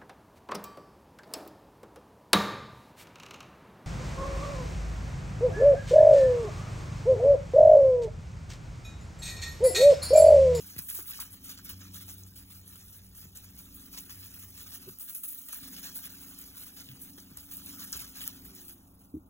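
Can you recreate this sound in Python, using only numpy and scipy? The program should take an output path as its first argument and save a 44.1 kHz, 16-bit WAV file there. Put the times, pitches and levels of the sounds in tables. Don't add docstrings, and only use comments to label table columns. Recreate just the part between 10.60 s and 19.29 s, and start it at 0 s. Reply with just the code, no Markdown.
import sys
import numpy as np
from scipy import signal
from scipy.fft import rfft, irfft, next_fast_len
from scipy.io import wavfile
from scipy.ndimage import uniform_filter1d

SR = 44100
rng = np.random.default_rng(int(sys.argv[2]) if len(sys.argv) > 2 else 0)


def wrap_up_sound(samples):
    columns = np.atleast_2d(samples).T
    tamed = np.clip(columns, -1, 1)
    steps = np.round(tamed * 32767).astype(np.int16)
    wavfile.write(sys.argv[1], SR, steps)


N = 383229
TIME = np.arange(N) / SR
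FFT_SIZE = next_fast_len(N + 4096)
FREQ = np.arange(FFT_SIZE // 2 + 1) * SR / FFT_SIZE


def from_db(db):
    return 10 ** (np.asarray(db) / 20)


def unit_rms(x):
    return x / np.sqrt(np.mean(x ** 2) + 1e-20)


def over_time(rows):
    times, *columns = np.transpose(rows)
    return [np.interp(TIME, times, column) for column in columns]


def over_hz(points):
    hz, value = np.transpose(points)
    return np.interp(np.log(FREQ + 1), np.log(hz), value)


def mix_in(track, start_s, sound):
    place = track[int(start_s * SR):][:len(sound)]
    place += sound[:len(place)]


def colour(x, spectrum):
    return unit_rms(irfft(rfft(x, FFT_SIZE) * from_db(over_hz(spectrum)), FFT_SIZE)[..., :N])


def drift(rate_hz):
    pole = np.exp(-80 * np.pi * rate_hz / SR)
    noise = rng.standard_normal(N // 40 + 2002)
    slow = signal.lfilter([1], [1, -2 * pole, pole * pole], noise)[2000:]
    return np.interp(np.arange(N) / 40, np.arange(len(slow)), unit_rms(slow))


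def resonate(x, hz, width_hz):
    r = np.exp(-np.pi * width_hz / SR)
    return signal.lfilter([1 - r, 0, r - 1], [1, -2 * r * np.cos(2 * np.pi * hz / SR), r * r], x)


def ports(x):
    # frequency in Hz, lag of the right port in radians.
    port_phase = [(0, 0), (400, -.5), (1200, -.4), (2300, 2.9), (3400, 1.9), (4600, 3.14), (6900, 6.28),
                  (9000, 9.42), (11100, 12.57), (13200, 15.7), (15400, 18.85), (16500, 19.4)]
    lag = np.outer([0, 1], np.interp(FREQ, *np.transpose(port_phase)))
    return irfft(rfft(x, FFT_SIZE) * np.exp(-1j * lag), FFT_SIZE)[:, :N]


def far_noise(spectrum, width):
    mid, side = rng.standard_normal((2, N))
    return colour(mid + width * side * np.array([[1], [-1]]), spectrum)


def open_air(hiss_db=-75.5, rise_db_per_s=0.93):
    # frequency in Hz, relative level in dB.
    rumble_eq = [(20, 0), (35, -8), (55, 12), (80, 6), (120, 0.5), (210, -2), (305, -10.5), (370, -9),
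                 (480, -18), (1000, -40), (3000, -83)]
    hiss_eq = [(100, 15.5), (500, 13), (800, 17), (1400, 9.5), (2000, -34), (6000, -37), (16000, 0)]
    # time in seconds, level in dB.
    rumble_levels = [(0, -65.5), (.5, -59.5), (1.2, -61), (3, -58), (5.5, -63.5), (6.3, -63), (7.4, -61),
                     (8.4, -62.5)]
    rumble_db, = over_time(rumble_levels)
    rumble = ports(from_db(rumble_db) * far_noise(rumble_eq, width=0.093))
    hiss = from_db(hiss_db + rise_db_per_s * TIME) * far_noise(hiss_eq, width=1.0)
    return rumble + hiss


def engine(turn_hz=23.62, waver_db=2.6):
    # multiple of the turning rate, relative level in dB.
    low_orders = [(4, -4), (8, -12.5), (20, -34)]
    upper_orders = [(5, -19), (7, -9.5), (8, -8.5), (9, -9), (10, -14), (11, -4), (12, -3), (13, -15.5),
                    (15, -19), (16, -15.5), (20, -22)]
    # time in seconds, low drone in dB, upper drone in dB.
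    drone_levels = [(0, -50, -64.5), (.33, -63, -73), (.8, -56.5, -62), (1.3, -49, -60), (2.35, -53.5, -77),
                    (3.2, -59, -61), (3.85, -55.5, -66.5), (4.2, -57.5, -62.5), (4.9, -73, -60),
                    (5.12, -65, -57), (5.45, -60.5, -64.5), (5.68, -58, -57.5), (5.95, -66, -65),
                    (6.2, -61, -60.5), (6.6, -62, -59.5), (6.83, -63, -66.5), (7.1, -58, -55.5),
                    (7.5, -63, -63.5), (7.75, -61.5, -57), (8.2, -65, -64), (8.69, -60, -64)]
    turns = np.cumsum(turn_hz * (1 + 0.0018 * drift(4.68))) / SR
    out = np.zeros(N)
    for orders, level_db in zip((low_orders, upper_orders), over_time(drone_levels)):
        for multiple, db in orders:
            gain = from_db(level_db + db + waver_db * drift(5.3))
            out += gain * np.sin(2 * np.pi * (multiple * turns + rng.random()))
    return np.sqrt(2) * out


def whine(start_s=7.76, length_s=.55, floor_hz=306, drop_hz=167.5, settle_s=0.22, level_db=-65.5):
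    age = np.clip(TIME - start_s, 0, length_s)
    hz = floor_hz + drop_hz * np.exp(-age / settle_s)
    fade = np.sin(np.pi * age / length_s)
    return np.sqrt(2) * from_db(level_db) * fade * np.sin(2 * np.pi * np.cumsum(hz) / SR)


def thuds(drop_hz=260, cycles=3, grit_db=-17, grit_hz=1200, grit_width_hz=900):
    # start in seconds, level in dB, final pitch in Hz, settling time in seconds.
    landings = [(0.163, -41.5, 89, 0.0048), (0.188, -44.5, 140, 0.0045), (0.388, -46.5, 277, 0.005),
                (1.106, -50, 62, 0.0023), (2.654, -50, 135, 0.0048), (4.292, -49.5, 133, 0.0019),
                (5.024, -52.5, 79.5, 0.0042), (6.581, -49, 236, 0.0045), (6.715, -48.5, 139, 0.0031),
                (6.775, -51, 70, .002), (7.352, -48, 65, 0.0028), (7.354, -54, 332, .003),
                (7.405, -53, 115, .003), (7.845, -52, 61, .001)]
    out, t = np.zeros(N), TIME[:SR // 5]
    for start, db, end_hz, settle_s in landings:
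        hz = end_hz + drop_hz * np.exp(-t / settle_s)
        knock = np.sin(2 * np.pi * np.cumsum(hz) / SR)
        length = cycles / end_hz + settle_s
        push = (1 - np.exp(-t / 0.00051)) * np.exp(-(t / length) ** 2)
        grit = unit_rms(resonate(rng.standard_normal(len(t)), grit_hz, grit_width_hz))
        scrape = from_db(grit_db) * grit * np.exp(-t / 0.011)
        mix_in(out, start, from_db(db) * push * (knock + scrape))
    return out


def scuffs(width_share=0.64, slide=-0.188, grit_db=9.0):
    # start in seconds, length in seconds, level in dB, pitch in Hz.
    drags = [(.285, 0.034, -51.5, 2370), (.44, .05, -57.5, 2290), (.5, .06, -52, 2800),
             (.598, 0.039, -51, 1520), (.89, 0.036, -55, 2800), (1.85, 0.089, -68, 2500),
             (3.98, 0.059, -63, 1820), (5.12, 0.046, -66, 1710), (6.25, 0.078, -53.5, 3020),
             (7.6, 0.043, -47, 2800)]
    out, t = np.zeros(N), TIME[:SR // 6]
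    for start, length, db, hz in drags:
        crumbs, catches = rng.standard_normal((2, len(t)))
        progress = np.minimum(t / length, 1)
        grit = crumbs * from_db(grit_db * np.minimum(unit_rms(uniform_filter1d(catches, size=90)), 2))
        scrape = unit_rms(resonate(resonate(grit, hz, width_share * hz), hz, hz))
        speed = 1 + slide * (progress - .5)
        sinking = np.interp(np.cumsum(speed) / SR, t, scrape)
        mix_in(out, start, from_db(db) * sinking * np.sqrt(np.abs(np.sin(np.pi * progress))))
    return out


def clods(width_share=0.43, attack_s=0.00095, crumble_s=0.0059, trim_db=-5):
    # start in seconds, level before the trim in dB, pitch in Hz.
    knocks = [(0.162, -41, 2290), (0.189, -38.5, 1690), (.388, -39, 1080), (0.59, -38, 1080),
              (0.989, -42.5, 1390), (1.099, -48, 1350), (4.931, -39, 1210), (6.584, -49, 1520),
              (6.77, -44.5, 1340), (7.354, -47, 1590)]
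    out, t = np.zeros(N), TIME[:SR // 12]
    for start, db, hz in knocks:
        crumbs = rng.standard_normal(len(t))
        knock = unit_rms(resonate(resonate(crumbs, hz, width_share * hz), hz, hz))
        envelope = (1 - np.exp(-t / attack_s)) * np.exp(-t / crumble_s)
        mix_in(out, start, from_db(db + trim_db) * knock * envelope)
    return out


def grunts(chest=0.36, jitter=0.015, breathy=0.041, muffle=1.28, body_hz=200, shimmer_db=1.6):
    # start in seconds, length in seconds, level in dB, pitch in Hz, throat resonance in Hz,
    # its width in Hz, share of the length spent swelling, share of body resonance.
    calls = [(2.636, 0.015, -51, 82, 163, 55, 0.34, .3), (4.253, 0.05, -41, 125, 385, 55, 0.55, 0),
             (6.267, 0.12, -48, 127.4, 131, 55, 0.24, .1), (8.539, 0.059, -30.5, 77, 304, 45.6, 0.018, 0.4)]
    out, t = np.zeros(N), TIME[:SR // 7]
    for start, length, db, pitch, throat_hz, throat_width_hz, swell, body_share in calls:
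        wobble, breath, shimmer = rng.standard_normal((3, len(t)))
        turns = np.cumsum(pitch * (1 + jitter * unit_rms(uniform_filter1d(wobble, size=400)))) / SR
        effort = np.interp(t / length, [0, np.clip(swell, .01, .9), 1], [(1 - swell) ** 4, 1, 0]) ** 1.4
        pulses = np.diff(np.floor(turns), prepend=-1) * from_db(shimmer_db * shimmer)
        airflow = effort * (pulses + breathy * breath)
        throat = resonate(airflow, throat_hz, throat_width_hz)
        body = body_share * resonate(airflow, body_hz, width_hz=70)
        lips = signal.butter(4, muffle * throat_hz, fs=SR, output="sos")
        voice = signal.sosfilt(lips, throat - body)
        arch = np.sin(np.pi * np.minimum(t / length, 1))
        chest_tone = chest * arch * np.sqrt(effort) * np.sin(2 * np.pi * turns)
        mix_in(out, start, from_db(db) * (voice / np.abs(voice).max() + chest_tone))
    return out


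def snaps(width_share=0.3, ring_share=.8, click_share=.35, break_s=.0004,
          splinter_db=-26, splinter_t60=0.012):
    # start in seconds, peak in dB, pitch in Hz, seconds to die away by 60 dB.
    stalks = [(.1652, -32, 14000, .003), (.1896, -19, 14000, .005), (.2892, -31, 12000, .004),
              (.2998, -22, 11500, .014), (.3534, -20, 14000, .003), (.5092, -25, 12000, .004),
              (.6028, -26, 11000, .005), (1.046, -37, 11500, .006), (1.497, -34, 7000, .012),
              (1.635, -40, 6500, .014), (2.079, -35, 11000, .006), (2.158, -35, 12000, .005),
              (2.7721, -33, 7500, .007), (2.9898, -30, 13000, .005), (3.386, -32, 6500, .016),
              (3.5073, -30, 12000, .003), (4.387, -27, 14000, .003), (4.398, -27, 14000, .006),
              (4.4957, -22.5, 14000, .004), (4.7465, -24, 14000, .009), (4.9298, -28, 11000, .009),
              (4.9452, -24, 12000, .006), (5.789, -28, 12000, .007), (5.9699, -30, 14000, .004),
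              (6.7717, -28, 12000, .005), (6.9694, -24, 13000, .005), (7.0605, -27, 14000, .006),
              (7.321, -25, 14000, .003), (7.3274, -20.5, 8000, .004), (7.3278, -25, 5300, .04),
              (7.6771, -10.5, 14500, .003), (7.9503, -32, 12000, .005)]
    out, t = np.zeros(N), TIME[:SR // 12]
    for start, db, hz, t60 in stalks:
        fibres = rng.standard_normal(len(t))
        tear = unit_rms(resonate(resonate(fibres, hz, width_share * hz), hz, hz / 2))
        click = click_share * unit_rms(np.diff(fibres, prepend=0)) * np.exp(-t / break_s / 2)
        ring = ring_share * np.sin(2 * np.pi * hz * t)
        decay = from_db(-60 * np.maximum(t - break_s, 0) / t60)
        splinters = tear * from_db(splinter_db - 60 * t / splinter_t60)
        attack = np.minimum(t / .0001, 1)
        snap = attack * ((ring + tear) * decay + click + splinters)
        mix_in(out, start, from_db(db) * snap / np.abs(snap).max())
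    return out


def cracks(per_s, spread_db, haze, cycles, pitches_hz):
    onsets = np.flatnonzero(rng.random(N) < per_s / SR)
    sizes = from_db(spread_db * np.minimum(rng.exponential(1, N), 4))
    kicks = (sizes * rng.choice([-1, 1], N))[onsets]
    bands = np.searchsorted(np.cumsum(pitches_hz) / np.sum(pitches_hz), rng.random(N)[onsets])
    rings = np.zeros(N)
    for band, hz in enumerate(pitches_hz):
        impulses = np.bincount(onsets, kicks * (bands == band), N) + 1e-18
        rings += resonate(impulses, hz, hz / cycles) / np.sqrt(hz)
    return unit_rms(rings) + haze * rng.standard_normal(N)


def in_pen(grains, envelope, spectrum, scatter_s=0.00089):
    # frequency in Hz, direct share of the power.
    likeness = [(200, 0.2), (450, 0.13), (750, 0.77), (1250, 0.48), (1900, 0.8), (3000, 0.22), (4500, 1),
                (7000, 1), (15000, 1)]
    share = np.clip(over_hz(likeness), 0, .99)
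    pole = np.exp(-1 / (scatter_s * SR))
    smeared = np.sqrt(signal.lfilter([1 - pole], [1, -pole], envelope ** 2))
    blur = smeared * colour(rng.standard_normal((2, N)), spectrum)
    direct = ports(envelope * colour(grains, spectrum))
    blend = np.sqrt(share) * rfft(direct, FFT_SIZE) + np.sqrt(1 - share) * rfft(blur, FFT_SIZE)
    return irfft(blend, FFT_SIZE)[:, :N]


def shifting_colour(x, depth_db):
    frames = signal.stft(x, nperseg=512)[2]
    patches = rng.standard_normal(frames.shape[1:])
    for size, axis in ((6, 1), (3, 1), (3, 0)):
        patches = uniform_filter1d(patches, size=size, axis=axis)
    gains = unit_rms(from_db(depth_db * np.minimum(unit_rms(patches), 1)))
    return signal.istft(frames * gains)[1][:, :N]


def footfalls(steps, rise_s=0.0051, release_s=0.011, sag_db=-2.5):
    power, t = np.zeros(N), TIME[:SR // 3]
    for start, hold, db in steps:
        press = np.minimum(t / rise_s, 1) ** 2 * np.exp(-np.maximum(t - hold, 0) / release_s)
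        mix_in(power, start, press * from_db(db + sag_db * np.minimum(t / hold, 1)) ** 2)
    return power


def patter(pace_s=1 / 9.7, hold_s=0.014, level_db=-1.5, spread_db=4.5, count=120):
    gaps, weights = rng.uniform(-0.79, 1, (count, 2)).T
    starts = np.cumsum(1 + gaps / 2) * pace_s
    return footfalls((s, hold_s, level_db + spread_db * weight) for s, weight in zip(starts, weights))


def litter(lift_s=0.073, lift_db=-2.5):
    # time in seconds, leaves in dB, soil in dB.
    rooting = [(0.0, -47.5, -54.5), (0.41, -42.5, -58), (0.89, -56, -58.5), (1.38, -51.5, -56.5),
               (1.72, -56, -63.5), (2.25, -51.5, -60), (2.64, -60, -68), (2.78, -54, -61),
               (3.63, -49.5, -57), (4.4, -50.5, -60), (4.57, -40.5, -62), (5.13, -47, -53),
               (6.75, -53.5, -62.5), (7.14, -44.5, -51.5), (7.48, -48, -54.5), (7.96, -55, -59),
               (8.11, -60, -68), (8.69, -72.5, -83.5)]
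    # start in seconds, seconds the weight stays on,
    # then leaves and soil in dB relative to the steady rustle.
    steps = [(0.179, 0.012, 10, 9.5), (.281, 0.035, 8, 5.5), (0.342, 0.069, 6.5, 9), (0.476, 0.15, 0, 8),
             (0.597, 0.022, 14, 15), (.725, 0.015, 6, 5.5), (.838, 0.099, 10, 4), (.888, 0.031, 15, 10),
             (0.971, 0.012, 6, 7), (1.045, 0.061, 8, 3.5), (1.088, 0.019, 14, 10.5), (1.204, 0.01, -10, 8),
             (1.336, 0.041, 7, 5.5), (1.405, 0.027, 6, 1.5), (1.478, 0.059, 6, 3), (1.755, 0.043, 8, 7),
             (1.898, 0.062, 4, 3.5), (2.074, 0.034, -7, -2), (2.29, 0.088, -4, -10),
             (2.546, 0.059, 10, 7.5), (2.61, 0.041, 11, 11), (2.748, 0.035, 11, 8), (2.976, 0.033, 7, 1),
             (3.14, 0.017, 9, -9), (3.325, 0.056, 4.5, 6.5), (3.372, 0.013, 8, 10), (3.491, 0.023, 5, 10),
             (3.97, 0.062, 5.5, 8.5), (4.06, 0.021, 4.5, 5), (4.114, 0.041, 3, 10.5), (4.392, 0.036, 12, 6),
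             (4.476, 0.031, 3, 10), (4.543, 0.019, 6.5, 5), (4.631, 0.027, 7.5, 10), (4.68, 0.028, 4.5, -6),
             (4.882, 0.015, -1, 4.5), (4.923, 0.039, 7.5, 7), (5.027, 0.012, -4, 7), (5.16, 0.028, -3, 4),
             (5.227, 0.054, 5.5, 6.5), (5.35, 0.038, 9, 3.5), (5.434, 0.028, 5.5, 3.5),
             (5.781, 0.095, 0.5, -8), (5.965, 0.071, 3, 2.5), (6.161, 0.057, -2, 7),
             (6.413, 0.021, 9.5, -7), (6.575, 0.0091, -14, 12.5), (6.69, .03, -10, 3.5),
             (6.767, 0.038, 7, 7), (6.908, 0.024, 11.5, 8), (7.058, 0.015, 1, -3), (7.198, 0.049, 0, 0.5),
             (7.325, 0.044, 8, 10), (7.389, 0.033, 7, 7.5), (7.549, 0.054, 4, 6), (7.604, 0.043, 13.5, 9),
             (7.652, 0.037, 11.5, 9), (7.845, 0.03, 5, -8), (7.952, 0.15, 6, 3), (8.076, 0.055, 13, 9),
             (8.39, 0.07, 7.5, 2)]
    # frequency in Hz, relative level in dB.
    crackle_eq = [(500, -42), (2000, -26), (5000, -17), (7750, -14), (8050, -4), (11500, -3.5),
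                  (13500, -1.8), (15400, 1), (17000, -1)]
    crunch_eq = [(150, -12), (400, -2), (650, -2.5), (950, -3), (1280, 5), (2000, 2.5), (3200, 5.5),
                 (5400, 6.5), (7500, 4.5), (10000, -69), (16000, -3.5)]
    leaf_db, soil_db = over_time(rooting)
    lifted = sum(np.exp(-(2 * (TIME - s) / lift_s + 1) ** 2) for s, *_ in steps)
    stir = (1 + patter()) * from_db(lift_db * lifted) ** 2
    leaf_power = from_db(leaf_db) ** 2 * (stir + footfalls((s, hold, db) for s, hold, db, _ in steps))
    soil_power = from_db(soil_db) ** 2 * (stir + footfalls((s, hold, db) for s, hold, _, db in steps))
    clumps_db = .9 * drift(40)
    leaf = cracks(per_s=2100, spread_db=-1.5, haze=1, cycles=7.9, pitches_hz=np.linspace(7000, 15500, 6))
    soil = cracks(per_s=4500, spread_db=2.8, haze=.4, cycles=7, pitches_hz=np.geomspace(600, 8500, 22))
    crackle = in_pen(leaf, np.sqrt(leaf_power) * from_db(clumps_db + 1.67 * drift(22)), crackle_eq)
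    crunch = in_pen(soil, np.sqrt(soil_power) * from_db(clumps_db + 1.18 * drift(23)), crunch_eq)
    return shifting_colour(crackle, depth_db=2.8) + shifting_colour(crunch, depth_db=4.2)


def scene(lull_start_s=4.3, lull_end_s=5.05, lull_fade_s=.1, hum_dip_db=-8.5, air_dip_db=-6.5):
    piglets = litter() + ports(snaps() + clods() + scuffs() + grunts() + thuds())
    lull = np.clip(np.minimum(TIME - lull_start_s, lull_end_s - TIME) / lull_fade_s, 0, 1)
    hum = from_db(hum_dip_db * lull) * ports(engine() + whine())
    air = from_db(air_dip_db * lull) * open_air()
    return piglets + hum + air


def record(dry):
    cutoff_hz = 15800
    return signal.sosfilt(signal.ellip(12, .1, 70, cutoff_hz, fs=SR, output="sos"), dry)


dry = scene()
out = record(dry)
wrap_up_sound(out)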